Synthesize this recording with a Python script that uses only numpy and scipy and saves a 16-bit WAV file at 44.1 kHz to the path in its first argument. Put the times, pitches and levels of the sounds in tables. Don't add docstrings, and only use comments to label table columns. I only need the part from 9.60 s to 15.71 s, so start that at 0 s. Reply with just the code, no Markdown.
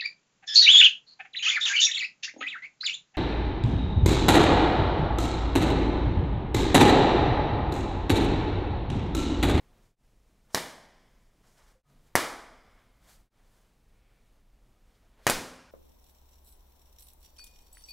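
import sys
import numpy as np
from scipy import signal
from scipy.fft import rfft, irfft, next_fast_len
from scipy.io import wavfile
from scipy.ndimage import map_coordinates

SR = 44100
rng = np.random.default_rng(int(sys.argv[2]) if len(sys.argv) > 2 else 0)


def magnitude_from_level(level_db):
    exponent = np.asarray(level_db, float) / 20
    return 10 ** exponent


def put_to_file(sound):
    columns = np.atleast_2d(sound).T
    safe = np.clip(columns, -1, 1)
    whole_steps = np.round(safe * 32767)
    wavfile.write(sys.argv[1], SR, whole_steps.astype(np.int16))


N = 269451
T = np.arange(SR) / SR
SNAP_SIZE = SR // 50
SNAP_LEAD_S = .001

# time in seconds, length out in seconds, length in in seconds.
SCENE_FADES = [
    (.362, 0.13, 0.093),
    (2.228, 0.11, .1),
    (3.698, 0.097, 0.085),
]
# rumble in dB, room tone in dB, resting cloth in dB.
STEADY_DB = [
    (-61.5, -66, -95),
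    (-63, -70, -83.5),
    (-62.5, -69, -83.5),
    (-63.5, -70, -90.5),
]
# frequency in Hz, density in dB per Hz.
RUMBLE_SPECTRUM = [(8.8, -33.5), (15, -1.5), (27, 1), (38, -1), (57, -6), (63, -9.5), (70, -21.5),
                   (110, -15.5), (140, -49), (240, -120)]
# frequency in Hz, density in dB per Hz.
TONE_SPECTRUM = [(53, -38), (90, -4), (127, -2), (151, -7), (214, -5.5), (255, -8.5), (316, -11),
                 (499, -12.5), (1110, -19), (1640, -22), (2380, -23), (4360, -28), (16000, -35.5)]
# start in seconds, level in dB, length in seconds.
GUST_PUFF = (5.7, -37, .1)
# start in seconds, length in seconds, centre in Hz, width in Hz, level in dB.
FOLD_SWISHES = [
    (5.29, .05, 500, 250, -74),
    (5.415, .07, 520, 250, -73),
    (5.43, .07, 1500, 400, -79),
    (5.56, .085, 520, 280, -69),
    (5.57, .07, 1650, 500, -74),
    (5.33, .05, 3500, 700, -79),
    (5.335, .04, 5000, 500, -81),
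    (4.28, .45, 2330, 300, -80),
    (2.23, .24, 170, 90, -69),
    (.03, .2, 600, 300, -72),
]
# peak in seconds, rise in seconds, fall in seconds, cloth hiss in dB, low shuffle in dB.
ARM_GESTURES = [(0, .05, 0.12, -103, -72), (.26, .07, .12, -75, -78), (.91, 0.022, 0.079, -73, -66.5),
                (.944, 0.017, 0.0081, -52, -63.5), (1.84, 0.011, 0.08, -80, -67.5),
                (1.87, .04, .3, -71, -74), (1.98, 0.027, 0.13, -70.5, -62), (2.09, .1, 0.1, -72, -68.5),
                (2.3, 0.3, 0.048, -77, -71.5), (2.47, 0.067, 0.069, -74, -72.5),
                (3.2, 0.44, 0.17, -84, -68.5), (3.45, 0.057, .15, -74.5, -67.5),
                (3.5, 0.059, 0.11, -60.5, -63.5), (3.75, .15, .3, -83, -73.5), (3.97, .2, 0.21, -74, -75.5),
                (4.5, .25, .35, -93.5, -79), (4.66, 0.13, 0.17, -81, -85.5), (5.36, 0.34, 0.27, -81.5, -79),
                (5.6, 0.11, .15, -90, -70), (5.664, 0.052, 0.009, -66, -76)]
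# peak in seconds, rise in seconds, fall in seconds, rustle in dB.
PAPER_RUSTLES = [
    (4.5, .35, 0.41, -80),
    (5.35, .15, .22, -78.5),
    (5.62, .06, .1, -76.5),
    (5.664, 0.055, .01, -64),
]
# frequency in Hz, density in dB per Hz.
DULL_CLOTH_SPECTRUM = [(2000, -30), (3500, -7.5), (5200, -0.5), (7000, -1), (8800, -4.5), (10500, -6.5),
                       (15500, -13), (16500, -35.5)]
# frequency in Hz, density in dB per Hz.
CLOTH_SPECTRUM = [(1200, -29.5), (2500, -3), (5000, 0), (7500, -0.5), (11000, -4), (15500, -6.5),
                  (16500, -27.5)]
# frequency in Hz, density in dB per Hz.
SHUFFLE_SPECTRUM = [(150, -24.5), (350, -8.5), (600, 0), (1100, 0), (1900, -3.5), (2500, -5.5),
                    (3500, -9.5), (5000, -19), (8000, -34)]
# frequency in Hz, density in dB per Hz.
PAPER_SPECTRUM = [(300, -37), (520, 5), (900, -14), (1700, -4), (2250, -2.5), (2800, -7), (4500, -8),
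                  (7000, -24)]
TINK_TIMES_S = [2.152, 2.25, 2.03, 5.16, 2.25]
# level in dB, frequency in Hz, t60 in seconds.
TINK_MODES = [
    (-56, 520, .2),
    (-68, 1250, .4),
    (-70, 850, .3),
    (-68, 1250, .1),
    (-62, 140, .9),
]
# dip time in seconds, dip in dB, dip width in ms, rebound in dB, crack in dB.
SNAP_EVENTS = [
    (.94635, -12.5, .16, -14.5, -18.5),
    (2.55377, -2.3, .115, -5.5, -15),
    (5.66765, -2.5, .09, -14, -17),
    (5.6979, -7.5, .12, -22, -16.5),
]
POCKET_HZ = [1250, 1350, 1150, 600]
SHEET_HZ = [5040, 11500, 6500, 9000]
# frequency in Hz, density in dB per Hz.
CRACK_SPECTRUM = [(800, -25), (2000, -2), (3300, 1), (5000, -1), (8000, -2), (12000, -3), (15000, -7),
                  (17000, -30)]
# snap index, delay in seconds, dip in dB, crack in dB.
WALL_ECHOES = [(0, .0046, -11, -11), (0, .0107, -11, -16), (0, .0292, -7, -20), (0, .035, -14, -20),
               (1, .0053, -15, -12), (1, .0087, -13, -12), (1, .012, -16, -16), (1, .0213, -15, -18),
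               (2, .0075, -11, -8), (2, .0091, -10, -11), (2, .0245, -15, -18), (2, .0216, -16, -18),
               (3, .0052, -11, -14), (3, .008, -12, -8), (3, .0157, -14, -16), (3, .0215, -12, -18)]
# level in dB, early part in dB re main, late part in dB re main.
TAIL_DB = [
    (-39, 4.5, -8),
    (-32, -0.5, -11.5),
    (-40.5, 15, -4.5),
    (-37.5, 0.5, -12),
]
# frequency in Hz, density in dB per Hz.
TAIL_SPECTRA = [
    [(35, -44), (60, -14), (160, -5.5), (400, -5), (640, -4.5), (1100, -6), (1400, -11), (1750, -4.5),
     (2250, -6.5), (2500, -8), (3200, -10), (5200, -12.5), (12700, -21), (16000, -29)],
    [(35, -35), (60, -19), (180, -12), (250, -5), (420, -4.5), (600, -4.5), (1300, -3), (1550, -6.5),
     (2150, -3.5), (2450, -6.5), (3300, -12), (5000, -14), (11000, -20.5), (16000, -30)],
    [(35, -40), (60, -15), (400, -6), (770, -11.5), (1500, -3), (2300, -8.5), (2550, 1.5), (3300, -13.5),
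     (7200, -16), (16000, -25.5)],
    [(35, -53), (60, -18), (160, -11), (256, -7.5), (450, -11), (970, -12.5), (1660, -21.5), (2250, -13.5),
     (2550, -16.5), (3400, -17), (5000, -16.5), (10500, -23.5), (16000, -32)],
]
# frequency in Hz, t60 in seconds.
ROOM_T60 = [(60, 0.87), (250, 0.68), (700, 0.94), (1500, 0.79), (2500, 0.57), (5000, 0.63), (10000, 0.59),
            (16000, 0.43)]
# frequency in Hz, t60 in seconds.
LATE_T60 = [(100, 1.7), (300, 1.3), (1000, 1.4), (2250, 1.4), (2500, 1.3), (3300, 1.4), (4000, 1.05),
            (5200, 1.3), (7000, 0.8), (16000, .4)]
# frequency in Hz, level in dB, t60 in seconds.
ROOM_MODES = [
    [(644, -0.5, 0.58), (1720, -10, 0.8), (2135, -7, 0.46), (3300, -10, 0.59), (3295, -4, 0.34),
     (3640, -17.5, 0.73), (4538, -17.5, 0.61), (4800, -19, 0.57), (5300, -4.5, 0.3), (5160, 2, 0.22)],
    [(112, -16, .8), (164, -11, .6), (254, -4, 1.2), (363, 1.5, 0.45), (1001.7, -14, 0.88),
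     (1210, -15, 0.82), (1420, -8.5, 0.52), (1650, -10, 0.5), (1890, -24.5, 1.3), (2140, -21.5, 2.7),
     (2934, -23, 0.7), (3520, -16, 0.33)],
    [(111.7, -2.5, .6), (171, -2.5, 0.85), (254.6, 5, 0.8), (360, -6, .5), (531, -0.5, 1), (764, 0, 0.37),
     (1280, -3, 0.52), (1650, -6, 0.69), (1840, -0.5, 0.66), (2160, -1.5, 0.55), (3040, -12, 0.57),
     (3460, -17, 0.49)],
]
# centre in Hz, width in Hz, gain in dB.
HOUSING_DIP = (2640, 380, -8)


def unit(x):
    return x / np.sqrt(np.mean(x ** 2) + 1e-20)


def along(points, hz):
    point_hz, value = np.transpose(points)
    return np.interp(np.log(hz + 1), np.log(point_hz + 1), value)


def wobble(knots_per_s):
    knots = rng.standard_normal(int(N * knots_per_s / SR) + 4)
    return map_coordinates(knots, [np.arange(N) * knots_per_s / SR])


def hiss(spectrum, size):
    m = next_fast_len(size)
    gain = magnitude_from_level(along(spectrum, np.fft.rfftfreq(m, 1 / SR)))
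    return unit(irfft(rfft(rng.standard_normal(m)) * gain, m)[:size])


def add(out, start_s, x):
    part = out[round(start_s * SR):][:len(x)]
    part += x[:len(part)]


def steady_levels_db():
    change_s = [s for s, *_ in SCENE_FADES]
    return np.array(STEADY_DB)[np.searchsorted(change_s, np.arange(N) / SR)].T


def background():
    rumble_db, tone_db, _ = steady_levels_db()
    rumble = magnitude_from_level(rumble_db + 1.3 * wobble(5)) * hiss(RUMBLE_SPECTRUM, N)
    tone = magnitude_from_level(tone_db + 0.91 * wobble(13)) * hiss(TONE_SPECTRUM, N)
    return rumble + tone


def gust():
    out = np.zeros(N)
    start_s, db, length_s = GUST_PUFF
    envelope = np.sin(np.pi * np.clip(T / length_s, 0, 1))
    add(out, start_s, magnitude_from_level(db) * np.sin(2 * np.pi * 17 * T) * envelope)
    return out


def swishes():
    out = np.zeros(N)
    for start_s, length_s, hz, width_hz, db in FOLD_SWISHES:
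        air = signal.lfilter(*signal.iirpeak(hz, hz / width_hz, SR), rng.standard_normal(SR))
        envelope = np.sin(np.pi * np.clip(T / length_s, 0, 1))
        add(out, start_s, magnitude_from_level(db) * unit(air) * envelope)
    return out


def swells(rows):
    swell_db, rounding = 15, 1.1
    peak_s, rise_s, fall_s, *peaks_db = np.transpose(rows)[:, :, None]
    late_s = np.arange(N) / SR - peak_s
    distance = np.maximum(-late_s / np.abs(rise_s), late_s / np.abs(fall_s))
    shape = magnitude_from_level(-swell_db * distance ** rounding)
    return [np.sqrt(((magnitude_from_level(db) * shape) ** 2).sum(axis=0)) for db in peaks_db]


def clothing():
    rub_gain, shuffle_gain = swells(ARM_GESTURES)
    resting_gain = magnitude_from_level(steady_levels_db()[2])
    early = np.arange(N) / SR < SCENE_FADES[1][0]
    cloth = np.where(early, hiss(DULL_CLOTH_SPECTRUM, N), hiss(CLOTH_SPECTRUM, N))
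    rub = np.hypot(rub_gain, resting_gain) * magnitude_from_level(1.1 * wobble(60)) * cloth
    shuffle = shuffle_gain * magnitude_from_level(1.3 * wobble(40)) * hiss(SHUFFLE_SPECTRUM, N)
    return rub + shuffle


def paper():
    return swells(PAPER_RUSTLES)[0] * magnitude_from_level(2.5 * wobble(52)) * hiss(PAPER_SPECTRUM, N)


def tinks():
    out = np.zeros(N)
    onset = 1 - np.exp(-T / 0.0036)
    for start_s, (db, hz, t60_s) in zip(TINK_TIMES_S, TINK_MODES):
        add(out, start_s, magnitude_from_level(db - 60 * T / t60_s) * np.sin(2 * np.pi * hz * T) * onset)
    return out


def dying(spectrum, size, fall):
    hz, t, z = signal.stft(hiss(spectrum, SR), SR, nperseg=size)
    return signal.istft(z * fall(hz[:, None], t), SR, nperseg=size)[1][:SR]


def tail(spectrum, early_db, late_db):
    uneven = np.exp(.18 * rng.standard_normal((1025, 1)))

    def main_fall(hz, t):
        t60_s = along(ROOM_T60, hz)
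        return magnitude_from_level(-60 * (t - .05) / t60_s) + magnitude_from_level(early_db - 60 * t / (0.48 * t60_s))

    def late_fall(hz, t):
        return magnitude_from_level(late_db - 60 * t / (uneven * along(LATE_T60, hz)))

    echoes = np.repeat(rng.standard_normal(SR // 20 + 1), 20)[:SR]
    sparse = magnitude_from_level(3.6 * np.exp(-T / 0.025) * echoes)
    main = dying(spectrum, 256, main_fall)
    late = dying(spectrum, 2048, late_fall)
    return (main * sparse + late) * (1 - np.exp(-(T / .003) ** 2))


def reverberation():
    out = np.zeros(N)
    for (snap_s, *_), (db, early_db, late_db), spectrum in zip(SNAP_EVENTS, TAIL_DB, TAIL_SPECTRA):
        add(out, snap_s, magnitude_from_level(db) * tail(spectrum, early_db, late_db))
    return out


def room_rings():
    out = np.zeros(N)
    onset = 1 - np.exp(-T / 0.0049)
    for k, modes, db in zip((0, 1, 3), ROOM_MODES, (-48, -43, -45)):
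        ring = np.zeros(SR)
        for hz, mode_db, t60_s in modes:
            ring += magnitude_from_level(mode_db - 60 * T / t60_s) * np.sin(2 * np.pi * (hz * T + rng.random()))
        add(out, SNAP_EVENTS[k][0], magnitude_from_level(db) * ring * onset)
    return out


def flap(dip_db, width_ms, rebound_db, pocket_hz):
    t = T[:SNAP_SIZE] - SNAP_LEAD_S
    dip = -magnitude_from_level(dip_db) * np.exp(-.5 * (t * 1000 / width_ms) ** 2)
    swell = np.maximum(t - .00025, 0) / .00045
    since_top = t - .00073
    cycles = pocket_hz * since_top * (1 + np.tanh(since_top / .001) / 2)
    return dip + magnitude_from_level(rebound_db) * swell * np.exp(1 - swell) * np.cos(2 * np.pi * cycles)


def crack(db, sheet_hz):
    u = np.maximum(T[:SNAP_SIZE] - .0012, 0) / .0008
    burst = hiss(CRACK_SPECTRUM, SNAP_SIZE)
    band = signal.lfilter(*signal.iirpeak(sheet_hz, 6, SR), burst)
    return magnitude_from_level(db) * u * np.exp(1 - u) * unit(burst + 1.6 * band)


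def wall_echoes():
    out = np.zeros(N)
    for k, delay_s, dip_db, crack_db in WALL_ECHOES:
        k = round(k)
        snap_s, *air, sheet_db = SNAP_EVENTS[k]
        echo = magnitude_from_level(dip_db) * flap(*air, POCKET_HZ[k]) + crack(sheet_db + crack_db, SHEET_HZ[k])
        add(out, snap_s + delay_s - SNAP_LEAD_S, echo)
    return out


def poppers():
    out = np.zeros(N)
    for (snap_s, *air, crack_db), pocket_hz, sheet_hz in zip(SNAP_EVENTS, POCKET_HZ, SHEET_HZ):
        add(out, snap_s - SNAP_LEAD_S, flap(*air, pocket_hz) + crack(crack_db, sheet_hz))
    return out


def microphone(x):
    hz, width_hz, db = HOUSING_DIP
    x = signal.lfilter(*signal.butter(2, 50, "high", fs=SR), x)
    return x - (1 - magnitude_from_level(db)) * signal.lfilter(*signal.iirpeak(hz, hz / width_hz, SR), x)


def scene():
    handling = clothing() + paper() + tinks()
    snaps = reverberation() + room_rings() + wall_echoes() + poppers()
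    mono = background() + gust() + swishes() + microphone(handling + snaps)
    return np.tile(mono, (2, 1))


def top_cut(x):
    return signal.sosfilt(signal.butter(12, 16820, fs=SR, output="sos"), x)


def record(dry):
    t = np.arange(N) / SR
    for change_s, out_s, in_s in SCENE_FADES:
        gain = np.maximum((change_s - t) / out_s, (t - change_s) / in_s)
        dry = dry * np.clip(gain, .005, 1)
    band_limit = signal.ellip(8, .5, 40, 15750, fs=SR, output='sos')
    mix = signal.sosfilt(band_limit, dry)
    return top_cut(mix)


dry = scene()
out = record(dry)
put_to_file(out)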